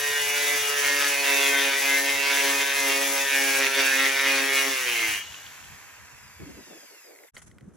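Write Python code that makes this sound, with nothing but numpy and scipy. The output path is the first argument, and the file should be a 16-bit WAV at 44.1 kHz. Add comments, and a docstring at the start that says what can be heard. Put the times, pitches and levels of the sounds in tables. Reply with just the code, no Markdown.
"""An open yard: an angle grinder scours a rusty steel post, is switched off, lifted away and winds down.
The disc's rotation drives knocks, chattering bumps and overtones; noise makes its grit hiss; the post rings along.
Gear and brush tones glide down with the speed, while filtered noise makes the wind on the microphone.
Near 7.3 s everything stops abruptly; after a brief gap the wind returns and fingers slide and tap on a case."""
import sys
import numpy as np
from scipy import signal
from scipy.fft import rfft, irfft
from scipy.io import wavfile
from scipy.ndimage import uniform_filter1d, map_coordinates

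SR = 44100
rng = np.random.default_rng(int(sys.argv[2]) if len(sys.argv) > 2 else 0)


def master(y):
    """Save y as 16-bit WAV."""
    cut = np.clip(np.atleast_2d(y).T, -1, 1)
    pcm = np.round(cut * 32767)  # scale
    wavfile.write(sys.argv[1], SR, pcm.astype(np.int16))


N = 342216
T, HZ = np.arange(N) / SR, np.fft.rfftfreq(N, 1 / SR)
EDGE_HZ = 15850  # upper limit of the whole sound
GEAR = 3.5  # motor turns per spindle turn
STOP_S = 7.305  # the tool and the first wind break off


def amp(db):
    """Decibels to gain."""
    return 10 ** (np.asarray(db) / 20)


def unit(x):
    """Scales to an rms of 1."""
    return x / np.sqrt(np.mean(x ** 2) + 1e-20)


def curve(rows):
    """Joins (time, value) rows by straight lines, at every sample."""
    rows = np.asarray(rows)
    return np.interp(T, rows[:, 0], rows[:, 1])


def read(points):
    """Joins (frequency, value) points along a logarithmic frequency axis."""
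    hz, value = np.transpose(points)
    return np.interp(np.log(HZ + 1), np.log(hz), value)


def colour(x, points):
    """Filters by a spectrum table, then scales to an rms of 1."""
    return unit(irfft(rfft(x) * amp(read(points)), N))


def ring(x, modes):
    """Passes x through a set of parallel resonances."""
    response = sum(amp(db) / (1 + 2j * (HZ - hz) / width) for hz, width, db in modes)
    return irfft(rfft(x) * response, N)


def noise():
    """White noise."""
    return rng.standard_normal(N)


def wander(rate_hz):
    """Slow random drift of rms 1, with two new targets per cycle of its rate."""
    steps = rng.standard_normal(size=40000)
    return unit(np.interp(2 * rate_hz * T, np.arange(len(steps)), steps))


def fade(s, length):
    """Rises from 0 to 1, centred on the time s."""
    return np.clip((T - s) / length + .5, 0, 1)


def arch(start, length):
    """Swells from 0 to 1 and back."""
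    return np.sin(np.pi * np.clip((T - start) / length, 0, 1))


def rotation_pulse(turns, depth, second):
    """Strongest once a turn, with a twice-a-turn part, as when a tilted disc presses; rms 1."""
    angle = 2 * np.pi * (turns + 0.12 * wander(2.7))
    return unit(np.exp(depth * np.cos(angle) + second * np.cos(2 * angle)))


def stereo_pair(x, phase, scatter_db=0):
    """Splits x in level and phase between left and right, plus differing scatter from paving and walls."""
    # left against right: hz, left_minus_right_db (used below 8 kHz)
    balance = [(300, -1.5), (600, 0), (1400, 0), (2450, -2.5), (2750, -9.5), (3000, 9), (3700, -1),
               (5800, 2.5), (6800, 2.5), (7700, 4.5), (15000, -4)]
    # scattered sound before the scatter_db offset: hz, level_db
    scatter = [(300, -8.5), (1500, -10.5), (3500, -8), (7000, 0), (8300, -43.5), (10500, -70.5),
               (14000, -18)]
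    tilt_db = np.outer([.5, -.5], read(balance) * (HZ < 8000))
    lead_rad = np.outer([.5, -.5], read(phase))
    unscattered = rfft(x) * amp(tilt_db) * np.exp(1j * lead_rad)
    echoes = rng.standard_normal((2, N)) * amp(-60 * T / 0.18) * (T > .003)  # 60 dB down in 0.18 s
    echoes /= np.linalg.norm(echoes, axis=1, keepdims=True)
    return irfft(unscattered * (1 + amp(scatter_db + read(scatter)) * rfft(echoes)), N)


def spindle_speed():
    """Turns per second: driven until the switch-off, then braked by the post, bearings and fan."""
    # driven speed, sagging under pressure: time_s, speed_turns_per_s
    driven = [(0, 144.2), (.67, 143.7), (1.0, 141.9), (1.35, 139.5), (1.57, 139.2), (1.7, 137.6),
              (1.82, 138.7), (1.96, 138.6), (2.33, 140.2), (2.45, 139.0), (2.8, 139.1), (2.9, 137.6),
              (3.32, 138.7), (3.41, 137.1), (3.66, 135.5), (3.76, 137.1), (3.91, 134.7), (4.24, 137.3),
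              (4.42, 135.5), (4.54, 137.6), (4.7, 135.7)]
    off_s, free_s, crawl_s = 4.7, 5.16, 6.6
    post_brake, bearing_brake, crawl_brake = 74.3, 36.7, 1.15  # turns per s, lost each second
    fan_loss, fan_loss_s = 2.0, .3  # turns per s lost in all; time constant
    braked = np.clip(T, off_s, free_s) - off_s
    free = np.maximum(T - free_s, 0)
    crawling = np.maximum(T - crawl_s, 0)
    loss = post_brake * braked + bearing_brake * free + fan_loss * (1 - np.exp(-free / fan_loss_s))
    return np.maximum(curve(driven) - loss - crawl_brake * crawling, 1)


def strokes():
    """Levels in dB: each stroke moves from the between-stroke levels to its own, louder or softer, and eases back."""
    # strokes along the post, before later trims: start_s, length_s, chatter_db, grit_db, knocking_db
    passes = [(-.1, 0.62, -30, -38.5, -39.5), (0.35, 0.43, -28, -37.5, -39.5),
              (0.74, 0.52, -26.5, -37, -40.5), (1.194, 0.53, -26.5, -36.5, -34.5),
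              (1.744, 0.48, -26, -36.5, -38), (2.251, 0.46, -25.5, -36, -35), (2.72, 0.35, -26, -36.5, -36),
              (2.991, 0.31, -29.5, -36, -37.5), (3.265, 0.42, -26, -36, -39),
              (3.737, 0.17, -23, -37.5, -31.5), (3.825, 0.34, -23.5, -37.5, -42),
              (4.133, 0.39, -23, -39.5, -39.5), (4.502, 0.26, -27, -36, -37.5),
              (4.69, 0.65, -28.5, -40.5, -47)]
    # between strokes, before the same trims: chatter_db, grit_db, knocking_db
    between_db = [-26.5, -41, -40]
    press_s, ease_s = 0.096, 0.21
    between = np.array(between_db)[:, None]
    holds = np.array([np.clip(np.minimum((T - s) / press_s, (s + length - T) / ease_s), 0, 1)
                      for s, length, *_ in passes])
    holds = np.sin(np.pi / 2 * holds)
    shares = holds / np.maximum(holds.sum(axis=0), 1)  # overlapping strokes blend
    return between + (np.array(passes).T[2:] - between) @ shares


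def knocking(turns, knock_db):
    """Low orders of the rotation: odd ones follow the stroke, even ones how flat the disc is pressed."""
    # partials of the knock: multiple_of_spindle_speed, relative_level_db
    orders = [(3, 2.5), (4, -1), (5, -7.5), (6, -8), (7, -5.5), (8, -11), (9, -9)]
    # how flat and hard the disc is pressed, as a relative level: time_s, pressure_db
    press_points = [(0.0, -62), (0.28, -66), (0.37, -52), (0.56, -51.5), (0.6, -69.5), (0.94, -44.5),
                    (1.18, -49), (1.33, -42), (1.69, -44), (1.76, -55), (1.86, -43.5), (2.26, -48.5),
                    (2.5, -39.5), (2.76, -54.5), (2.87, -41.5), (3.22, -45.5), (3.29, -65), (3.33, -45.5),
                    (3.46, -41), (3.65, -41.5), (3.74, -54), (3.79, -38.5), (3.9, -46.5), (4.03, -38.5),
                    (4.19, -52), (4.29, -39), (4.46, -41), (4.5, -49), (4.69, -42.5), (4.78, -60.5)]
    press_db = curve(press_points)
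    level_db = [-16.5 + 0.46 * press_db, knock_db]  # even, odd
    knock = sum(amp(db + level_db[k % 2] + 1.04 * wander(2.466) + 2 * wander(20))
                * np.cos(2 * np.pi * (k * turns + rng.random()) + 0.52 * wander(7)) for k, db in orders)
    wobble_gain = amp(2.0 + press_db + 1.86 * wander(14))
    twice_a_turn = np.cos(2 * np.pi * 2 * turns + 0.22 * wander(8.0))
    return knock + wobble_gain * twice_a_turn


def disc_face(turns, patchy_db, drift, size=512):
    """The bumps round the disc come back every turn; partials swell and drift as the contact patch creeps."""
    order = np.arange(size // 2 + 1)
    swell, slip = rng.standard_normal((2, 330, len(order)))
    height = amp(patchy_db * unit(uniform_filter1d(swell, size=3, axis=0)))
    height = height * (order > 6) / (1 + (order / 42) ** 4)
    height /= np.linalg.norm(height[:, 12:20], axis=1, keepdims=True)
    phase = 2 * np.pi * rng.random(len(order)) + drift * np.cumsum(slip, axis=0)
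    face = irfft(height * np.exp(1j * phase), size)  # 40 profiles a second, blended
    return unit(map_coordinates(face, [T * 40, turns % 1 * size], order=1, mode="grid-wrap"))


def disc_song(turns):
    """For a moment the disc locks into one overtone of its rotation and sings, a little unsteadily."""
    # sung overtones, before wavering: start_s, length_s, multiple_of_spindle_speed, peak_db
    songs = [(.03, .17, 13, -32), (.15, .62, 14, -33), (.17, .6, 16, -34), (.83, .16, 15, -33),
             (.86, .13, 13, -32), (1.0, .2, 15, -34), (1.02, .2, 16, -34), (1.26, .36, 18, -30),
             (1.26, .22, 19, -32), (1.27, .38, 26, -36), (1.48, .15, 23, -34), (1.5, .12, 13, -32),
             (1.5, .12, 11, -33), (1.64, .18, 15, -32), (1.85, .17, 15, -31), (1.85, .16, 12, -31),
             (1.88, .13, 19, -33), (2.15, .3, 16, -35), (2.3, .16, 15, -30), (2.33, .2, 12, -30),
             (2.62, .14, 17, -34), (3.3, .35, 12, -35), (3.33, .3, 21, -35), (3.7, .08, 17, -29),
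             (3.86, .11, 13, -28), (3.93, .12, 16, -27), (3.93, .1, 19, -28), (3.93, .1, 18, -29),
             (3.97, .13, 15, -30), (4.17, .13, 17, -28), (4.24, .17, 19, -29), (4.24, .18, 15, -30),
             (4.25, .17, 18, -30), (4.54, .12, 16, -31), (4.54, .12, 18, -32)]
    return sum(amp(db + 2.6 * wander(22)) * np.sqrt(np.maximum(arch(s, length), 0))
               * np.cos(2 * np.pi * (order * turns + rng.random()) + .25 * wander(30))
               for s, length, order, db in songs)


def post_ring(turns, count=30):
    """The post sings when an overtone of the disc meets one of its modes; grit stirs them a little too."""
    # steel post, passed through twice: mode_hz, width_hz, level_db (each for one pass)
    modes = [(860, 30, -8), (1740, 40, -8), (2440, 30, -6), (2878, 48, 0), (3190, 45, -7.5), (3600, 50, -6)]
    # how well the contact spot excites the post: time_s, gain_db
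    bite = [(0, -43), (.3, -35), (.42, -42), (.62, -35), (.85, -43), (2.5, -41), (3.4, -38.5), (3.8, -38),
            (4.3, -36), (4.48, -41), (4.62, -34), (4.8, -39)]
    overtones = sum(np.sqrt(2) * np.cos(2 * np.pi * (k * turns + rng.random())) for k in range(5, count))
    drive = overtones + amp(16) * noise()
    return ring(ring(drive, modes), modes) * amp(curve(bite))


def grinding(turns):
    """The disc on the post: rotation knocks, repeating bumps chatter, noisy grit hisses, and the steel rings."""
    # rust catches the disc (louder) or it skids (quieter): peak_s, half_length_s, rise_db
    catches = [(0.654, 0.063, 0.5), (0.757, 0.054, -0.5), (0.88, 0.1, 1.5), (1.034, 0.055, 3.5),
               (1.166, 0.045, -0.5), (1.29, 0.099, 2.5), (1.586, 0.061, 2.5), (1.685, 0.11, 1.5),
               (1.954, 0.032, 0), (2.028, 0.028, -3.5), (2.1, 0.044, 1), (2.36, 0.14, 2), (2.906, 0.026, 1),
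               (3.12, 0.059, -3.5), (3.195, .05, 2), (3.362, 0.038, 1.5), (3.653, 0.07, 5), (3.7, .035, -3),
               (3.807, 0.053, 4.5), (4.057, 0.03, 5), (4.29, 0.064, 2.5), (4.387, 0.05, 2.5),
               (4.584, 0.052, 1.5), (5.006, 0.091, 3.5)]
    # colour of the chatter: hz, relative_db_per_hz
    chatter_colour = [(150, -32), (300, -17.5), (900, -15), (1300, -12), (1650, -0.5), (2100, 1.5),
                      (2600, -1), (3050, -8.5), (3600, -5.5), (4100, -11.5), (5000, -11.5), (6100, -11),
                      (7300, -29.5), (15500, -25)]
    # thinner chatter once the motor is off: hz, relative_db_per_hz
    skim_colour = [(150, -35), (300, -25), (900, -22), (1300, -11), (1650, -6.5), (2100, 1), (2600, 0.5),
                   (3050, -4.5), (3600, -15), (4100, -9), (5000, -21), (6100, -12.5), (7300, -15.5),
                   (15500, -28)]
    # colour of the grit hiss: hz, relative_db_per_hz
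    grit_colour = [(150, -27), (500, -8.5), (1500, 0.5), (3500, 1.5), (4300, 0), (5200, 3.5), (6200, 5),
                   (7200, 3), (7800, 10.5), (8400, 7), (10000, 5.5), (11300, 1), (13400, 1), (14400, 1.5),
                   (15600, 3)]
    lift_db_per_s, knock_lift_db_per_s = 44, 123
    chatter_db, grit_db, knock_db = strokes()
    catch_db = sum(db * arch(s - length, 2 * length) ** 2 for s, length, db in catches)
    lifted_s = np.maximum(T - 5.094, 0)  # time since the disc began to be drawn off
    turns = turns + 0.0039 * wander(21.6)  # the speed trembles as the disc catches
    knock = knocking(turns, knock_db) * amp(0.089 * catch_db - knock_lift_db_per_s * lifted_s)

    skipping = np.clip(0.15 + 0.1 * catch_db, 0, 1)  # irregular share, larger in a catch
    regular = np.sqrt(1 - skipping) * disc_face(turns, patchy_db=4, drift=.4)
    bumps = regular + np.sqrt(skipping) * noise() * 1.7
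    # one burst a turn, sharper in a catch
    bumps = bumps * rotation_pulse(turns, depth=.36 + .04 * catch_db, second=0.096)
    turn_db = 1.1 * rng.standard_normal(size=2000)
    bumps = bumps * amp(turn_db[turns.astype(int)])  # no two turns bite alike
    skimming = fade(4.84, .3)
    chatter = (1 - skimming) * colour(bumps, chatter_colour) + skimming * colour(bumps, skim_colour)
    chatter = chatter * amp(chatter_db + catch_db - 1.0 + 0.37 * wander(35))

    grains = noise() * amp(1.0 * wander(1500))  # single grains tear off flakes of rust
    grit = colour(grains * rotation_pulse(turns, depth=0.11, second=0.14), grit_colour)
    grit = grit * amp(grit_db + 10.5 + 0.83 * wander(30))
    scouring = (chatter + grit) * amp(-lift_db_per_s * lifted_s)
    contact = 1 - fade(5.208, 0.08)
    return contact * (knock + scouring + disc_song(turns) + post_ring(turns))


def whine(motor, count=70):
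    """Gear-mesh and commutator tones stand over a weaker comb of motor orders, through the gear head."""
    # tones before the gear head and facing gains: multiple_of_motor_speed, level_db, fade_centre_s
    lines = [(12, -60, 6.9), (16, -64, 7.05), (18, -60, 7.05), (20, -66, 6.9), (22, -69, 6.95),
             (24, -65, 7.35), (26, -68, 6.6), (27, -69, 6.6), (30, -67, 6.8), (32, -70, 6.8),
             (36, -62, 7.05), (38, -68, 6.95), (40, -66, 7.05), (44, -66, 6.9), (48, -64, 7.28),
             (60, -66, 7.25), (72, -68, 7.25), (84, -70, 7.3), (96, -70, 7.3)]
    # gear-head resonances; each tone flares as it glides through: hz, gain_db
    housing = [(800, -8), (1300, -6), (1750, -1), (2000, -5), (2250, 0), (2450, -6), (2720, 3), (3000, -8),
               (3500, 0), (3900, -8), (4400, -5), (4950, 3), (5500, -6), (6000, -6), (6600, 0), (7300, -8),
               (8500, -9), (12000, -10), (15000, -15)]
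    motor_hz = GEAR * spindle_speed()
    tones = sum(amp(db + 1.5 * wander(6)) * (1 - fade(end, .25)) * (k * motor_hz < EDGE_HZ)
                * np.cos(2 * np.pi * (k * motor + rng.random())) for k, db, end in lines)
    angle = np.linspace(0, 2 * np.pi, 4096)
    one_turn = sum(rng.rayleigh() * np.cos(k * angle + 2 * np.pi * rng.random()) for k in range(13, count))
    comb = unit(np.interp(2 * np.pi * (motor % 1), angle, one_turn))
    comb = comb * amp(-56) * (1 - fade(6.9, .5))
    return irfft(rfft(tones + comb) * amp(read(housing)), N)


def backlash(turns):
    """At low speed the unloaded gear teeth tick against each other about once a turn."""
    new_turn = np.diff(np.floor(turns + .15 * wander(20)), prepend=0) > 0
    strength = amp(3 * np.clip(noise(), -2, 1)) * fade(7.03, 0.39) * (T < STOP_S)
    return amp(-78.0) * unit(ring(new_turn * strength, [(2090, 150, 0)]))


def running_tool(turns):
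    """Fan rush dies with the speed among brush fizz, while gear and commutator lines glide down."""
    # fizz of the brushes as the tool is turned about: time_s, level_db
    fizz_db = [(5.3, -52), (5.6, -52.5), (6.1, -58.5), (6.5, -58.5), (6.85, -54.5), (7.29, -58)]
    # whine gain, growing as the gear head turns to the microphone: time_s, gain_db
    facing = [(5.3, -7), (5.8, -5), (6.3, -2), (6.6, 2), (6.95, 3), (7.29, 0)]
    # colour of the fan: hz, relative_db_per_hz
    rush_colour = [(100, -24.5), (300, -12.5), (700, -9.5), (1000, -2), (1250, -4.5), (1700, 0.5),
                   (2100, -2), (2600, -2), (3300, -20), (4500, -16), (8000, -11), (15000, -51)]
    # colour of the brushes: hz, relative_db_per_hz
    fizz_colour = [(1500, -17.5), (3300, -5), (4500, -9), (6000, -5), (7500, 3.5), (8400, 8.5),
                   (10500, -2.5), (13000, 5), (15600, -5.5)]
    motor = turns * GEAR + .0005 * wander(20)
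    rush_db = -48 + 24 * np.log10(spindle_speed() / 90)
    rush = colour(noise() * rotation_pulse(turns, depth=0.18, second=0.074), rush_colour) * amp(rush_db)
    fizz = colour(noise() * rotation_pulse(motor, depth=0.21, second=.1), fizz_colour) * amp(curve(fizz_db))
    return amp(curve(facing)) * whine(motor) + backlash(turns) + rush + fizz


def thumps():
    """Single eddies strike the microphone: a few soft low cycles each."""
    # low thumps: centre_s, pitch_hz, half_length_s, peak_db
    eddies = [(6.373, 84.7, 0.013, -49), (6.43, 135, 0.016, -46), (6.473, 283, 0.013, -39.5),
              (6.547, 70, .02, -50), (6.757, 330, .014, -50), (7.094, 400, 0.0053, -49),
              (7.632, 130, 0.013, -44), (7.682, 191, .008, -40.5)]
    return sum(amp(db) * np.exp(-((T - s) / width) ** 2) * np.cos(2 * np.pi * (hz * (T - s) + rng.random()))
               for s, hz, width, db in eddies)


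def wind():
    """Lumpy rumble and flutter, mostly separate noise left and right; flutter thins in the gusts before the stop."""
    # steady rumble before its lumps: time_s, level_db
    rumble_db = [(0, -57.5), (1.5, -65), (4.7, -62), (5.3, -59.5), (6.55, -61.5), (6.88, -95), (7.29, -96),
                 (7.35, -57.5), (7.76, -64)]
    # single buffets: start_s, length_s, flutter_db (before its lumps), rumble_db
    gusts = [(5.068, 0.092, -82, -57), (5.292, 0.043, -82, -73), (5.438, 0.055, -80, -63),
             (5.69, 0.074, -80, -56), (6.12, 0.044, -80, -57), (6.387, 0.077, -44.5, -48),
             (6.448, 0.079, -44, -56), (6.495, 0.16, -50.5, -65), (6.654, 0.16, -51, -78),
             (6.813, 0.054, -51, -90), (6.883, 0.12, -56.5, -99), (7.035, 0.13, -52.5, -99),
             (7.138, 0.15, -54, -99), (7.433, 0.19, -60, -58), (7.592, 0.12, -53.5, -58),
             (7.694, 0.082, -53, -68)]
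    # colour of the rumble: hz, relative_db_per_hz
    rumble_colour = [(20, -32.5), (45, -4), (80, 6), (150, -0.5), (230, -5.5), (500, -47), (1500, -68)]
    # colour of the flutter: hz, relative_db_per_hz
    flutter_colour = [(90, -28), (190, 0.5), (300, -1), (450, -8.5), (700, -18.5), (1500, -35), (4000, -55)]
    # colour of the thinner flutter: hz, relative_db_per_hz
    thin_colour = [(180, -49), (280, -8), (400, -1), (600, -3), (800, -11), (2000, -42)]
    rumble_gain = amp(curve(rumble_db) + 3 * wander(8.8))
    rumble_gain = rumble_gain + sum(amp(db) * arch(s, length) for s, length, _, db in gusts)
    flutter_gain = sum(amp(db) * arch(s, length) for s, length, db, _ in gusts) * amp(2.5 * wander(29.8))
    shared = noise()
    rumble = np.array([colour(noise() + 0.15 * shared, rumble_colour) for _ in range(2)])
    thin = fade(6.7, 0.51) * (T < STOP_S)
    air = [2.3 * noise() + shared for _ in range(2)]
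    flutter = np.array([(1 - thin) * colour(x, flutter_colour) + thin * colour(x, thin_colour) for x in air])
    return rumble * rumble_gain + flutter * flutter_gain + thumps()


def after_ring():
    """Last grazes ring the post near 3 kHz among small ticks; the upper mode stops as the disc comes clear."""
    # ringing post, before wavering: start_s, pitch_hz, level_db, fall_db_per_s
    rings = [(5.05, 3200, -41, 25), (5.12, 2885, -42, 120), (5.17, 2893, -39, 100), (5.27, 2888, -43, 150),
             (5.35, 2892, -51, 110)]
    # ticks as the disc comes clear: time_s, level_db
    tick_rows = [(5.246, -39), (5.275, -41), (5.322, -40), (5.343, -37), (5.464, -41.5), (5.64, -44.5)]
    # resonances of the ticks: mode_hz, width_hz, relative_level_db
    tick_modes = [(2000, 500, -15), (3020, 600, 11)]
    clear = fade(5.24, .05)
    song = sum(amp(db - fall * np.maximum(T - s, 0) + 1.5 * wander(20))
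               * fade(s, .012) * (1 - (hz > 3000) * clear)
               * np.cos(2 * np.pi * (hz * T + rng.random()) + .3 * wander(12)) for s, hz, db, fall in rings)
    decay_s = 0.0051
    ticks = sum(amp(db) * (T >= s) * np.exp(-abs(T - s) / decay_s) for s, db in tick_rows)
    return song + ticks * unit(ring(noise(), tick_modes))


def lingering_hiss():
    """Coloured noise lingers as the disc is drawn clear of the post, falling 22 dB each second."""
    # colour of the hiss: hz, relative_db_per_hz
    hiss_colour = [(1500, -16), (3200, 2.5), (5000, -4), (7500, 1), (9500, -17), (15000, -22)]
    return colour(noise(), hiss_colour) * amp(-46 - 22 * np.maximum(T - 5.2, 0)) * fade(5.2, .05)


def handling():
    """Fingers slide as coloured noise and tap a resonant case in the quiet yard."""
    # taps on the case: time_s, relative_level_db, t60_s (of the weaker tail)
    clicks_at = [(7.367, -32.5, 0.13), (7.372, -34, 0.072), (7.418, -45, 0.055), (7.514, -46, 0.027),
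                 (7.584, -38.5, 0.016), (7.609, -46, 0.023)]
    # sliding fingers: start_s, relative_level_db
    slides = [(7.343, -57), (7.372, -56.5), (7.415, -59.5), (7.461, -60.5), (7.732, -68.5)]
    # modes of the case: mode_hz, width_hz, relative_level_db
    case_modes = [(1500, 120, 4), (2000, 240, 9), (3060, 370, -2.5), (4300, 700, -21), (7700, 900, -13)]
    # colour of the sliding: hz, relative_db_per_hz
    slide_colour = [(500, 0), (1150, -2), (1480, 6), (1800, -1), (2800, -7), (4800, -11), (5900, 1),
                    (6700, 2), (7300, -1), (8000, -1), (11300, -2), (12500, -30)]
    # colour of the quiet yard: hz, relative_db_per_hz
    yard_colour = [(60, -8), (400, -2), (900, -5), (1600, -3), (2800, -18.5), (8000, -32), (15000, -40)]
    rise_s, fall_db_per_s = 0.007, 480
    taps = sum(amp(db) * (T >= s) * (np.exp(-abs(T - s) / 0.0012) + 0.23 * amp(-60 * abs(T - s) / t60))
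               for s, db, t60 in clicks_at)
    clicks = amp(2.5) * ring(taps * noise(), case_modes)
    rubs = sum(amp(db - fall_db_per_s * np.maximum(T - s - rise_s, 0)) * np.clip((T - s) / rise_s, 0, 1)
               for s, db in slides)
    grip = amp(-79)  # faint steady rubbing, under the same gain as the slides
    slide = np.array([colour(noise(), slide_colour) for _ in range(2)])
    slide = slide * (rubs + grip) * amp(6.5 + 2.0 * wander(80))
    yard = amp(-67.5) * colour(noise(), yard_colour)
    return (clicks + slide + yard) * fade(7.338, .006)


def scene():
    """The tool at the post and held aside until the abrupt stop; wind throughout but for a gap, then handling."""
    # left-right phase of the post's sound, near opposite around 9 and 14 kHz: hz, left_lead_rad
    post_phase = [(100, 0), (2350, -.25), (2800, .9), (3200, -.1), (6300, .3), (7000, -1.5), (7500, -4.2),
                  (8300, -3.14), (9500, -3.14), (10500, -.3), (12400, 0), (13500, 3.14), (15000, 3.14),
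                  (15800, 5.6)]
    # left-right phase of the tool's sound, near opposite around 9 and 14 kHz: hz, left_lead_rad
    tool_phase = [(100, 0), (2100, .6), (2750, 2.2), (3300, 1.4), (5000, 2.5), (6200, 1.8), (6900, 3.4),
                  (7650, 1.5), (8400, 3.14), (9500, 3.14), (10600, 6.2), (12400, 6.3), (13400, 9.42),
                  (15100, 9.42)]
    turns = np.cumsum(spindle_speed()) / SR
    contact = stereo_pair(grinding(turns) + after_ring() + lingering_hiss(), post_phase, scatter_db=1.0)
    tool = contact + stereo_pair(running_tool(turns), tool_phase, scatter_db=2.5)
    before_stop = 1 - fade(STOP_S - .01, 0.03)
    wind_returns = fade(7.328, .024)
    return tool * before_stop + wind() * (before_stop + wind_returns) + handling()


def record(dry):
    """Limits the band with a steep low-pass at EDGE_HZ."""
    low_pass = signal.firwin(511, EDGE_HZ, window=("kaiser", 9), fs=SR)
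    return signal.oaconvolve(dry, low_pass[None], "same")


dry = scene()
out = record(dry)
master(out)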